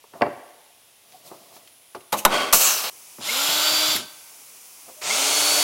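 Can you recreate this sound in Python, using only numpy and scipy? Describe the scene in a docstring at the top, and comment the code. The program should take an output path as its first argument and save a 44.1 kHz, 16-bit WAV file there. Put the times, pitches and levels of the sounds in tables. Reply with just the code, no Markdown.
"""A workshop with sheet-metal walls. A plastic ski knocks on the bench, its plate modes ringing, then
slides and squeaks as it is shifted. An air riveter clacks, fills, snaps its mandrel and vents a fading
jet. At 2.9 s a hard cut leads to a cordless drill that spins up twice in the ski: motor whine and gear
mesh over the rush of fan, gears and bit. The bit thumps the bench and a brake stops the first run.
The walls throw back the knocks and both tools, over a bed of hiss."""
import sys
import numpy as np
from scipy import signal
from scipy.fft import rfft, irfft, next_fast_len
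from scipy.io import wavfile
from scipy.ndimage import map_coordinates

SR = 44100
rng = np.random.default_rng(int(sys.argv[2]) if len(sys.argv) > 2 else 0)


def generate_wav(sig):
    """Save sig (samples, or channels by samples) to the path in sys.argv[1] as 16-bit PCM at SR."""
    pcm = np.round(np.clip(np.atleast_2d(sig).T, -1, 1) * 32767).astype(np.int16)
    wavfile.write(sys.argv[1], SR, pcm)


N = 248272
TIME = np.arange(N) / SR
CUT_S = 2.899

# Noise beds: room tone and thin hiss before the cut, hiss after it (frequency [Hz], relative level [dB])
ROOM_TONE_COLOUR = [(29, -27), (50, -13), (75, -18), (114, -8), (184, -12.5), (694, -6), (1300, -10),
                    (1700, -11), (2010, -8), (3330, -4.5), (4350, -9.5), (5670, -8.5), (8540, -12),
                    (10100, -9), (16000, -14)]
THIN_HISS_COLOUR = [(8500, -15), (10100, 0), (11500, -13), (16000, -16)]
HISS_COLOUR = [(29, -53), (50, -18.5), (218, -10), (380, -8), (495, -7), (545, -7), (586, -10), (711, -5),
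               (1070, -5), (1700, -11.5), (2320, -3.5), (3950, -9), (5950, -1), (10400, -10), (16000, -4.5)]
# Fader ride of the thin hiss (time [s], relative level [dB])
THIN_HISS_RIDE = [(0.1, -66), (0.39, -60), (1.56, -61), (1.71, -55), (2.1, -55.5)]
# Peaks and dips in the hiss after the cut (frequency [Hz], width [Hz], gain [dB])
HISS_PEAKS = [(6000, 900, -0.5), (8500, 1500, 0.5), (10200, 2300, 10), (12700, 900, 4), (14300, 1100, -3)]
# Reverb tail of the walls (frequency [Hz], t60 [s])
WALL_T60 = [(125, 0.23), (500, 0.94), (1000, 1.0), (3000, 0.92), (8000, 0.2), (16000, 0.3)]

# Knocks on the ski; piston blows on the clamped tip (time [s], level [dB], contact brightness [Hz])
SKI_KNOCKS = [(.040, -48, 3000), (.136, -38.5, 4000), (.2105, -16.5, 1200), (.2192, -6.5, 5030),
              (.255, -24, 895), (.265, -19, 890), (1.314, -30, 500), (1.564, -46, 9000), (1.948, -26, 1275),
              (1.961, -31, 700), (2.837, -33.5, 3020), (3.184, -34, 600), (3.208, -37, 4000),
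              (4.885, -41.5, 3000)]
PISTON_CLACKS = [(2.1275, -16, 1700), (2.136, -16, 1500), (2.2503, -7, 4060), (2.531, -13, 2000)]
# Dense plate modes of ski and tip (frequency [Hz], relative level [dB])
SKI_COLOUR = [(47, -40), (80, -25.5), (191, -20.5), (374, -3.5), (464, 0.5), (566, -11.5), (892, 1.5),
              (984, 1), (1110, -3), (1300, -5.5), (2000, -16), (3420, -32.5), (9000, -39), (11700, -86),
              (19800, -120)]
TIP_COLOUR = [(59, -39), (100, -20.5), (430, -8.5), (581, -3), (732, -0.5), (1120, 2), (1630, -8.5),
              (3040, -8.5), (3200, -24), (3440, -49), (3690, 0.5), (4180, -15), (7000, -32), (9100, -53),
              (15400, -120)]
# Their decay (frequency [Hz], t60 [s])
SKI_T60 = [(120, 0.29), (400, 0.081), (1000, 0.048), (2500, 0.061), (6000, 0.026)]
TIP_T60 = [(120, 0.24), (400, 0.23), (1100, 0.054), (2500, 0.082), (6000, 0.05)]
# Their strongest single modes (frequency [Hz], gain [dB], t60 [s])
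SKI_MODES = [(128.5, -28, 0.3), (371.4, -16, 0.12), (584, -10.5, 0.11), (704, -11, 0.11),
             (904, -10.5, 0.027), (1130, -10, 0.073), (2030, -20, 0.061), (2284, -25.5, 0.086),
             (2720, -10.5, 0.017), (4600, -15, 0.013), (5350, -21, 0.013)]
TIP_MODES = [(208.6, -27.5, 0.59), (623, -20, 0.052), (865, -5.5, 0.065), (1110, -22, 0.31),
             (1460, -13.5, 0.16), (3490, -29, 0.11)]

# Moves of ski and arms (centre time [s], half length [s], slide level [dB], brush level [dB])
SHIFTS = [(0.171, 0.032, -44, -58.5), (1.142, 0.07, -62.5, -59), (1.274, 0.026, -53, -48),
          (1.338, 0.032, -51, -62), (1.442, 0.28, -56, -54.5), (1.56, .022, -69, -53),
          (4.896, 0.027, -53.5, -62)]
# Hard ticks of tools and clamp (time [s], level [dB], t60 [s])
TOOL_TICKS = [(1.122, -50, .08), (1.565, -52, 0.043), (1.674, -44.5, 0.036), (1.949, -42, 0.081),
              (2.006, -46, 0.045)]
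# Sliding plastic, brushing sleeves and ticks (frequency [Hz], relative level [dB])
SLIDE_COLOUR = [(59, -47), (100, -11), (271, -7), (460, -4.5), (524, -4.5), (696, 3), (802, -7), (1110, -7),
                (1550, -21), (2200, -28), (2860, -47), (4840, -120)]
SLEEVE_COLOUR = [(1180, -40), (2000, -7), (3230, -8), (4380, -1), (6880, -5.5), (14900, -6), (16000, -2)]
TICK_COLOUR = [(1500, -6), (2500, 2), (4500, -0.5), (7000, -10), (14000, -11)]
# Slips of the plastic (centre time [s], pitch [Hz], level [dB], half length [s])
SQUEAKS = [(1.152, 720, -43.5, 0.012), (4.911, 525, -50.5, 0.028), (4.995, 610, -48, 0.027)]

# Cracks of valve, mandrel and vent (time [s], level [dB], attack [s], t60 [s], puff level [dB])
RIVETER_CRACKS = [(2.121, -21.5, 0.0075, 0.096, -62), (2.2504, -5.5, 0.00026, 0.038, -24.5),
                  (2.526, -12, 0.0014, 0.15, -33)]
# Gusts of exhaust (time [s], attack [s], t60 [s], rush level [dB], jet level [dB])
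EXHAUST_GUSTS = [(2.526, 0.0076, 0.4, -21, -10), (2.582, 0.033, 0.79, -22, -17.5),
                 (2.63, 0.047, 0.97, -24.5, -22.5), (2.833, .008, 0.79, -28, -34.5)]
# The riveter's noise layers (frequency [Hz], relative level [dB])
CRACK_COLOUR = [(710, -53), (1200, 5.5), (1700, -10), (3150, -2.5), (3430, -6), (6030, -6), (11200, -7),
                (12500, -2), (16000, -18)]
FILL_COLOUR = [(1060, -44.5), (1800, -12), (2720, 2.5), (3710, -8), (4250, -6), (5060, -8), (6410, 1.5),
               (7360, -4.5), (11900, -3), (15300, -5), (16000, -14.5)]
STROKE_COLOUR = [(53, -55.5), (90, -26), (201, -13.5), (393, -4.5), (467, -11), (568, -1), (935, -7.5),
                 (1140, -6), (1350, -7.5), (1470, -2.5), (1640, -4), (3220, -13), (3510, -15), (10100, -26),
                 (16000, -36)]
RUSH_COLOUR = [(59, -53), (100, -20), (289, -11), (374, -3.5), (407, -5), (564, 3.5), (960, 1.5), (1240, 4),
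               (2040, -4), (2680, 5), (3470, 1), (4120, 3.5), (4800, 4), (6000, -8), (7800, -49),
               (13200, -120)]
JET_COLOUR = [(3060, -20), (5200, -6.5), (6190, -5.5), (6490, -5), (7090, -4.5), (7980, -5), (9580, -8),
              (11600, -5.5), (14100, -4), (15200, -10), (16000, -4.5)]
CORE_COLOUR = [(5600, -20), (6200, 0.5), (7800, 1), (8800, -16)]
# Resonances of the piston stroke and exhaust port (frequency [Hz], width [Hz], gain [dB])
STROKE_PEAKS = [(600, 50, 2.5), (835, 40, -2), (1140, 83, 8), (1500, 110, 4), (1720, 350, -12.5),
                (3220, 150, 10), (4500, 150, 7)]
PORT_PEAKS = [(1150, 140, 3), (2700, 160, 1), (3480, 150, -6), (4800, 190, -9), (5570, 180, 2),
              (6200, 110, 7), (6850, 90, -4), (6950, 100, 0), (8050, 120, 3)]

# The bit catches and shakes the bench (time [s], level [dB])
BIT_CATCHES = [(3.186, -43), (3.483, -38.5), (3.55, -50), (3.716, -40.5), (3.885, -44), (3.949, -35),
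               (3.995, -43), (5.531, -43)]
# Trigger pulls (start [s], release [s], top speed [turns/s], spin-up time constant [s])
TRIGGER_PULLS = [(3.188, 3.918, 309.5, .091), (5.009, 6.0, 299.1, .08)]
# Drill noise in each run (gear trim [dB], fan trim [dB], gear swell [dB/s], fan swell [dB/s],
# speed exponent [-])
DRILL_LOADS = [(-21.5, -24.5, -0.5, -5, 1.6), (-21.5, -28.5, 1, 9, 0.91)]
# Motor and gear tones (multiple of motor speed [-], first-run trim [dB], second-run trim [dB])
MOTOR_TONES = [(1, -38.5, -38.5), (2, -36, -41), (3, -40, -42), (4, -42, -42), (5, -37, -42),
               (10, -38, -39), (11, -40, -42), (11.25, -33, -33), (13, -39, -39), (14, -45, -39),
               (20, -38, -40), (22.5, -52, -35), (30, -46, -38), (42, -46, -55), (50, -48, -48)]
# Gears and fan in each run (frequency [Hz], relative level [dB])
FIRST_GEAR_COLOUR = [(200, -50), (340, -18.5), (516, -13), (599, -7.5), (658, -7.5), (1500, -7.5),
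                     (1730, -13), (3400, -2.5), (4280, -4), (4510, -10.5), (4890, -3.5), (6490, -12),
                     (7330, -5.5), (8500, -26), (11000, -47), (18700, -120)]
SECOND_GEAR_COLOUR = [(200, -28), (340, -18.5), (439, -3), (489, -14), (583, -2), (1100, -6), (1360, -6.5),
                      (1880, -10.5), (2240, -5), (4160, -5.5), (4330, -4), (5030, -4.5), (6490, -3),
                      (8500, -9), (11000, -30), (18700, -120)]
FIRST_FAN_COLOUR = [(4410, -27), (7500, -3), (8600, -3.5), (13200, -1.5), (15100, -4), (16000, -10)]
SECOND_FAN_COLOUR = [(4410, -27), (7500, -6), (9850, 1), (10700, -3.5), (14200, -8), (15200, -9),
                     (16000, -7)]
# Resonances of the drill body and fan vents (frequency [Hz], width [Hz], gain [dB])
BODY_PEAKS = [(1360, 82, 4.5), (1840, 160, -2), (2140, 280, 2.5), (3630, 540, 1.5), (6400, 600, 0),
              (6780, 310, 1)]
VENT_PEAKS = [(7200, 450, 4), (10540, 530, 2.7), (13500, 600, 3)]
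# The brake bites, then the gears take up their slack (time [s], level [dB], t60 [s])
GEARBOX_JOLTS = [(3.961, -25, 0.06), (5.015, -36.5, 0.47)]
# Bench thud, gearbox jolt and brake sizzle (frequency [Hz], relative level [dB])
BENCH_COLOUR = [(40, -30), (90, -5), (150, -2.5), (230, -0.5), (400, -1.5)]
JOLT_COLOUR = [(400, 3), (1000, 0), (2300, 6.5), (4000, -2), (7000, -10), (10000, -6), (16000, -12)]
SIZZLE_COLOUR = [(8500, -20), (11000, 5), (12500, -1), (16000, -10)]


def from_db(db):
    """Decibels to gain."""
    return 10 ** (np.asarray(db) / 20)


def unit_rms(x):
    """Scale to unit power."""
    return x / np.sqrt(np.mean(x ** 2) + 1e-20)


def at_hz(points, hz):
    """Read a table on a log-frequency axis."""
    table_hz, values = np.transpose(points)
    return np.interp(np.log(hz + 1), np.log(table_hz), values)


def since(s):
    """Seconds gone by after time s."""
    return np.maximum(TIME - s, 0)


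def swell(s, half_s):
    """Smooth rise and fall around time s."""
    return np.exp(-((TIME - s) / half_s) ** 2)


def burst(s, attack, t60):
    """Envelope that rises at time s and dies away."""
    age = since(s)
    return np.minimum(age / attack, 1) * from_db(-60 * np.maximum(age - attack, 0) / t60)


def drift(rate_hz):
    """Random wobble at unit power."""
    knots = rng.standard_normal(4096)
    return unit_rms(np.interp(TIME * rate_hz, np.arange(len(knots)), knots))


def noise(colour, peaks=()):
    """Coloured noise with bell-shaped resonances, at unit power."""
    size = next_fast_len(N)
    hz = np.arange(size // 2 + 1) * SR / size
    octaves_outside = np.abs(np.log2((hz + 1) / np.clip(hz + 1, colour[0][0], colour[-1][0])))
    db = at_hz(colour, hz) - 20 * octaves_outside
    for centre, width, lift in peaks:
        db = db + lift / (1 + (2 * (hz - centre) / width) ** 2)
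    white = rfft(rng.standard_normal(size))
    return unit_rms(irfft(white * from_db(db), size)[:N])


def varispeed(x, speed):
    """Bend the pitch of x by playing it at a changing speed."""
    return map_coordinates(x, [np.cumsum(speed)])


def room_tone():
    """A quiet bed with a thin, high hiss creeping up over it."""
    ride_db = np.interp(TIME, *np.transpose(THIN_HISS_RIDE)) - 1.5
    return from_db(-56) * noise(ROOM_TONE_COLOUR) + from_db(ride_db) * noise(THIN_HISS_COLOUR)


def ring(drive, hz, t60):
    """One mode: a unit click sets a sine of height 1 ringing."""
    radius, step = from_db(-60 / (t60 * SR)), 2 * np.pi * hz / SR
    return signal.lfilter([0, np.sin(step)], [1, -2 * radius * np.cos(step), radius ** 2], drive + 1e-18)


def strikes(hits, colour, t60s, modes):
    """Each blow wakes a few strong modes and a dense wash of plate modes; soft contacts sound dull."""
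    s, db, bright_hz = np.transpose(hits)
    centres = np.geomspace(100, 12800, 8)
    spectrum = rfft(noise(colour))
    octave = np.log2(np.clip(np.arange(len(spectrum)) * SR / N, centres[0], centres[-1]))

    def blows(hz):
        """Strength of every blow at one frequency, as clicks."""
        clicks = np.zeros(N)
        clicks[(s * SR).astype(int)] = from_db(db) / np.sqrt(1 + (hz / bright_hz) ** 2)
        return clicks

    out = sum((-1) ** k * from_db(gain_db) * ring(blows(hz), hz, t60)
              for k, (hz, gain_db, t60) in enumerate(modes))
    for hz in centres:
        band = irfft(spectrum * np.maximum(1 - np.abs(octave - np.log2(hz)), 0), N)
        energy_kept = from_db(-60 / (at_hz(t60s, hz) * SR)) ** 2
        envelope = np.sqrt(signal.lfilter([1], [1, -energy_kept], blows(hz) ** 2 + 1e-18))
        soften = signal.butter(2, hz / 2, fs=SR, output="sos")   # a mode needs a cycle to build up
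        out = out + band * signal.sosfilt(soften, envelope)
    return out


def ski_knocks():
    """The ski is set down and nudged; the room answers."""
    low_cut = signal.butter(2, 100, "high", fs=SR, output="sos")   # the knocks keep clear of the deep bass
    ski = signal.sosfilt(low_cut, strikes(SKI_KNOCKS, SKI_COLOUR, SKI_T60, SKI_MODES))
    return ski + from_db(-15) * wall_reverb(ski)


def wall_reverb(send, early_gain=0.74, early_t60=0.2, predelay_s=0.006):
    """Dense reflections off the metal walls, then a tail that hangs longest in the mids."""
    t, response = TIME[:SR], 0
    early = early_gain * from_db(-60 * t / early_t60)
    edges = np.geomspace(70, 17000, 10)
    for low, high in zip(edges, edges[1:]):
        bandpass = signal.butter(2, [low, high], "band", fs=SR, output="sos")
        tail = from_db(-60 * t / at_hz(WALL_T60, np.sqrt(low * high)))
        response = response + signal.sosfilt(bandpass, rng.standard_normal(SR)) * (early + tail)
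    response = response * (t > predelay_s)
    return signal.fftconvolve(send, response / np.sqrt(np.sum(response ** 2)))[:N]


def handling():
    """Plastic drags unevenly over cloth while sleeves brush and tools tick."""
    slide = sum(from_db(db) * swell(s, half) for s, half, db, _ in SHIFTS)
    brush = sum(from_db(db) * swell(s, half) for s, half, _, db in SHIFTS)
    ticks = noise(TICK_COLOUR) * sum(from_db(db) * burst(s, 0.001, t60) for s, db, t60 in TOOL_TICKS)
    grain = from_db(2 * drift(69.6))
    return slide * grain * noise(SLIDE_COLOUR) + brush * noise(SLEEVE_COLOUR) + ticks


def squeaks(waver=0.029):
    """Plastic sticks and slips in short, unsteady tones."""
    out = 0
    for s, hz, db, half in SQUEAKS:
        phase = 2 * np.pi * np.cumsum(hz * (1 + waver * drift(300))) / SR
        out = out + from_db(db) * swell(s, half) * np.sin(phase)
    return out


def riveter(fill_s=2.187, stroke_s=2.284, vent_s=2.528):
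    """Air fills the cylinder, the mandrel snaps, the piston runs on, and the air vents."""
    clacks = strikes(PISTON_CLACKS, TIP_COLOUR, TIP_T60, TIP_MODES)
    snaps = sum(from_db(db) * burst(s, attack, t60) for s, db, attack, t60, _ in RIVETER_CRACKS)
    cracks = snaps * noise(CRACK_COLOUR)
    puffs = sum(from_db(db) * burst(s, attack=0.0052, t60=0.3) for s, *_, db in RIVETER_CRACKS)
    leak = from_db(-45.5) * (TIME > fill_s) * (TIME < stroke_s)
    fill = (from_db(-29) * swell(fill_s, half_s=0.017) + leak) * noise(FILL_COLOUR)
    travel = burst(stroke_s, attack=0.063, t60=0.78) * (TIME < vent_s)
    stroke = from_db(-18.5 + 1.1 * drift(230)) * travel * noise(STROKE_COLOUR, STROKE_PEAKS)
    air = fill + stroke + exhaust()
    send = from_db(-16.5) * clacks + from_db(-19.5) * (cracks + air)
    return clacks + cracks + puffs + air + wall_reverb(send)


def exhaust(core_s=2.58, core_attack_s=0.078, sag_octaves_per_s=3.0):
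    """Gusts rush and hiss through the port; the valve's shrill core sinks as the pressure falls."""
    rush_power = sum((from_db(db) * burst(s, attack, t60)) ** 2 for s, attack, t60, db, _ in EXHAUST_GUSTS)
    jet_power = sum((from_db(db) * burst(s, attack, t60)) ** 2 for s, attack, t60, _, db in EXHAUST_GUSTS)
    rush = np.sqrt(rush_power) * noise(RUSH_COLOUR, PORT_PEAKS)
    jet = np.sqrt(jet_power) * noise(JET_COLOUR, PORT_PEAKS)
    pitch = 2 ** (-sag_octaves_per_s * since(core_s + core_attack_s))
    core = from_db(-19.5) * burst(core_s, core_attack_s, t60=0.55) * varispeed(noise(CORE_COLOUR), pitch)
    return rush + jet + core


def hiss_bed():
    """Steady, bright hiss behind the drilling."""
    return from_db(-45.5) * noise(HISS_COLOUR, HISS_PEAKS)


def bench_thuds():
    """The bit catches and the bench gives a dull thud."""
    return noise(BENCH_COLOUR) * sum(from_db(db) * burst(s, 0.0033, t60=0.21) for s, db in BIT_CATCHES)


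def motor_speed(start, release, top, spin_up, brake_delay_s=0.04):
    """Turns per second: the motor winds up, labours as the bit bites, sags on release and is braked."""
    driven = top * (1 - np.exp(-since(start) / spin_up))
    bite = 4.6 * swell(3.545, half_s=0.15)
    sag = 285 * since(release)
    brake = 2400 * since(release + brake_delay_s)
    return np.maximum(driven - bite - sag - brake, 0)


def pinion_whine(angle, pace, powered, run, teeth=15, trim_db=(-23, -24), drop_db=(11, 6.5)):
    """Meshing teeth sing loudest near top speed and stutter most halfway through the spin-up."""
    slowness = 1 - pace
    loss_db = np.minimum(170 * slowness, drop_db[run]) + 10 * slowness   # steep at first, then gentle
    flutter_db = (0.8 + 12 * slowness * pace * powered) * drift(35)
    return from_db(trim_db[run] - loss_db + flutter_db) * np.sin(teeth * angle)


def motor_whine(angle, speed, pace, powered, run, housing_hz=2140, half_width_hz=110, lift_db=(29, 28)):
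    """Tones locked to the shaft fade as it slows, much sooner with the current off."""
    loss_db = np.where(powered, 16, 45) * (1 - pace)
    whine = 0
    for multiple, *trim_db in MOTOR_TONES:
        db = trim_db[run] + 1.2 * drift(35) - loss_db
        if multiple == 10:   # under current the pole hum rings the housing as it sweeps through
            detune = (multiple * speed - housing_hz) / half_width_hz
            db = db + powered * lift_db[run] / (1 + detune ** 2)
        whine = whine + from_db(db) * np.sin(multiple * angle + rng.uniform(0, 2 * np.pi))
    return whine


def drill(gear_colour, fan_colour, run, unload_db=4.5, unload_s=0.082):
    """One trigger pull: the whine swells with speed, gear noise throbs once a turn and the fan blows."""
    start, release, top, spin_up = TRIGGER_PULLS[run]
    gear_db, fan_db, gear_swell, fan_swell, exponent = DRILL_LOADS[run]
    speed = motor_speed(start, release, top, spin_up)
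    angle = 2 * np.pi * np.cumsum(speed * (1 + 0.0004 * drift(60))) / SR
    pace, age, powered = speed / top, since(start), TIME < release
    coasting = np.minimum(since(release) / unload_s, 1)   # the gears unload after release
    gear_gain = pace ** exponent * from_db(gear_db + gear_swell * age - unload_db * coasting)
    fan_gain = pace ** (exponent + 0.3) * from_db(fan_db + fan_swell * age)
    whine = pinion_whine(angle, pace, powered, run) + motor_whine(angle, speed, pace, powered, run)
    tones = whine * gear_gain / gear_gain.max()
    throb = 1 + 0.12 * np.sin(angle)
    rattle = from_db(0.43 * drift(500))
    fan = from_db(-1.5) * fan_gain * varispeed(noise(fan_colour, VENT_PEAKS), pace ** 0.25)
    gears = from_db(-0.42) * gear_gain * throb * rattle * noise(gear_colour, BODY_PEAKS)
    rumble = from_db(-32) * gear_gain * noise(BENCH_COLOUR)
    rush = gears + fan + rumble
    return tones + rush + wall_reverb(from_db(-17) * rush + from_db(-11.5) * tones)


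def brake_and_gearbox():
    """The brake bites with a jolt and a sizzle; the gears jolt again as they take up their slack."""
    jolts = sum(from_db(db) * burst(s, 0.0018, t60) for s, db, t60 in GEARBOX_JOLTS)
    sizzle = from_db(-27.5) * swell(3.964, half_s=0.0069)
    return jolts * noise(JOLT_COLOUR) + sizzle * noise(SIZZLE_COLOUR)


def scene():
    """Riveting cuts to drilling, with the ski's own sounds across both; mono on two channels."""
    riveting = room_tone() + riveter()
    first_run = drill(FIRST_GEAR_COLOUR, FIRST_FAN_COLOUR, run=0)
    second_run = drill(SECOND_GEAR_COLOUR, SECOND_FAN_COLOUR, run=1)
    drilling = hiss_bed() + bench_thuds() + first_run + second_run + brake_and_gearbox()
    mono = ski_knocks() + handling() + squeaks() + np.where(TIME < CUT_S, riveting, drilling)
    return np.array([mono, mono])


def record(dry, ceiling=0.95, cutoff_hz=15900):
    """The loudest peaks overload and a steep low-pass shaves off the top."""
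    high_cut = signal.ellip(12, 0.1, 80, cutoff_hz, fs=SR, output="sos")
    return signal.sosfilt(high_cut, np.clip(dry, -ceiling, ceiling))


dry = scene()
out = record(dry)
generate_wav(out)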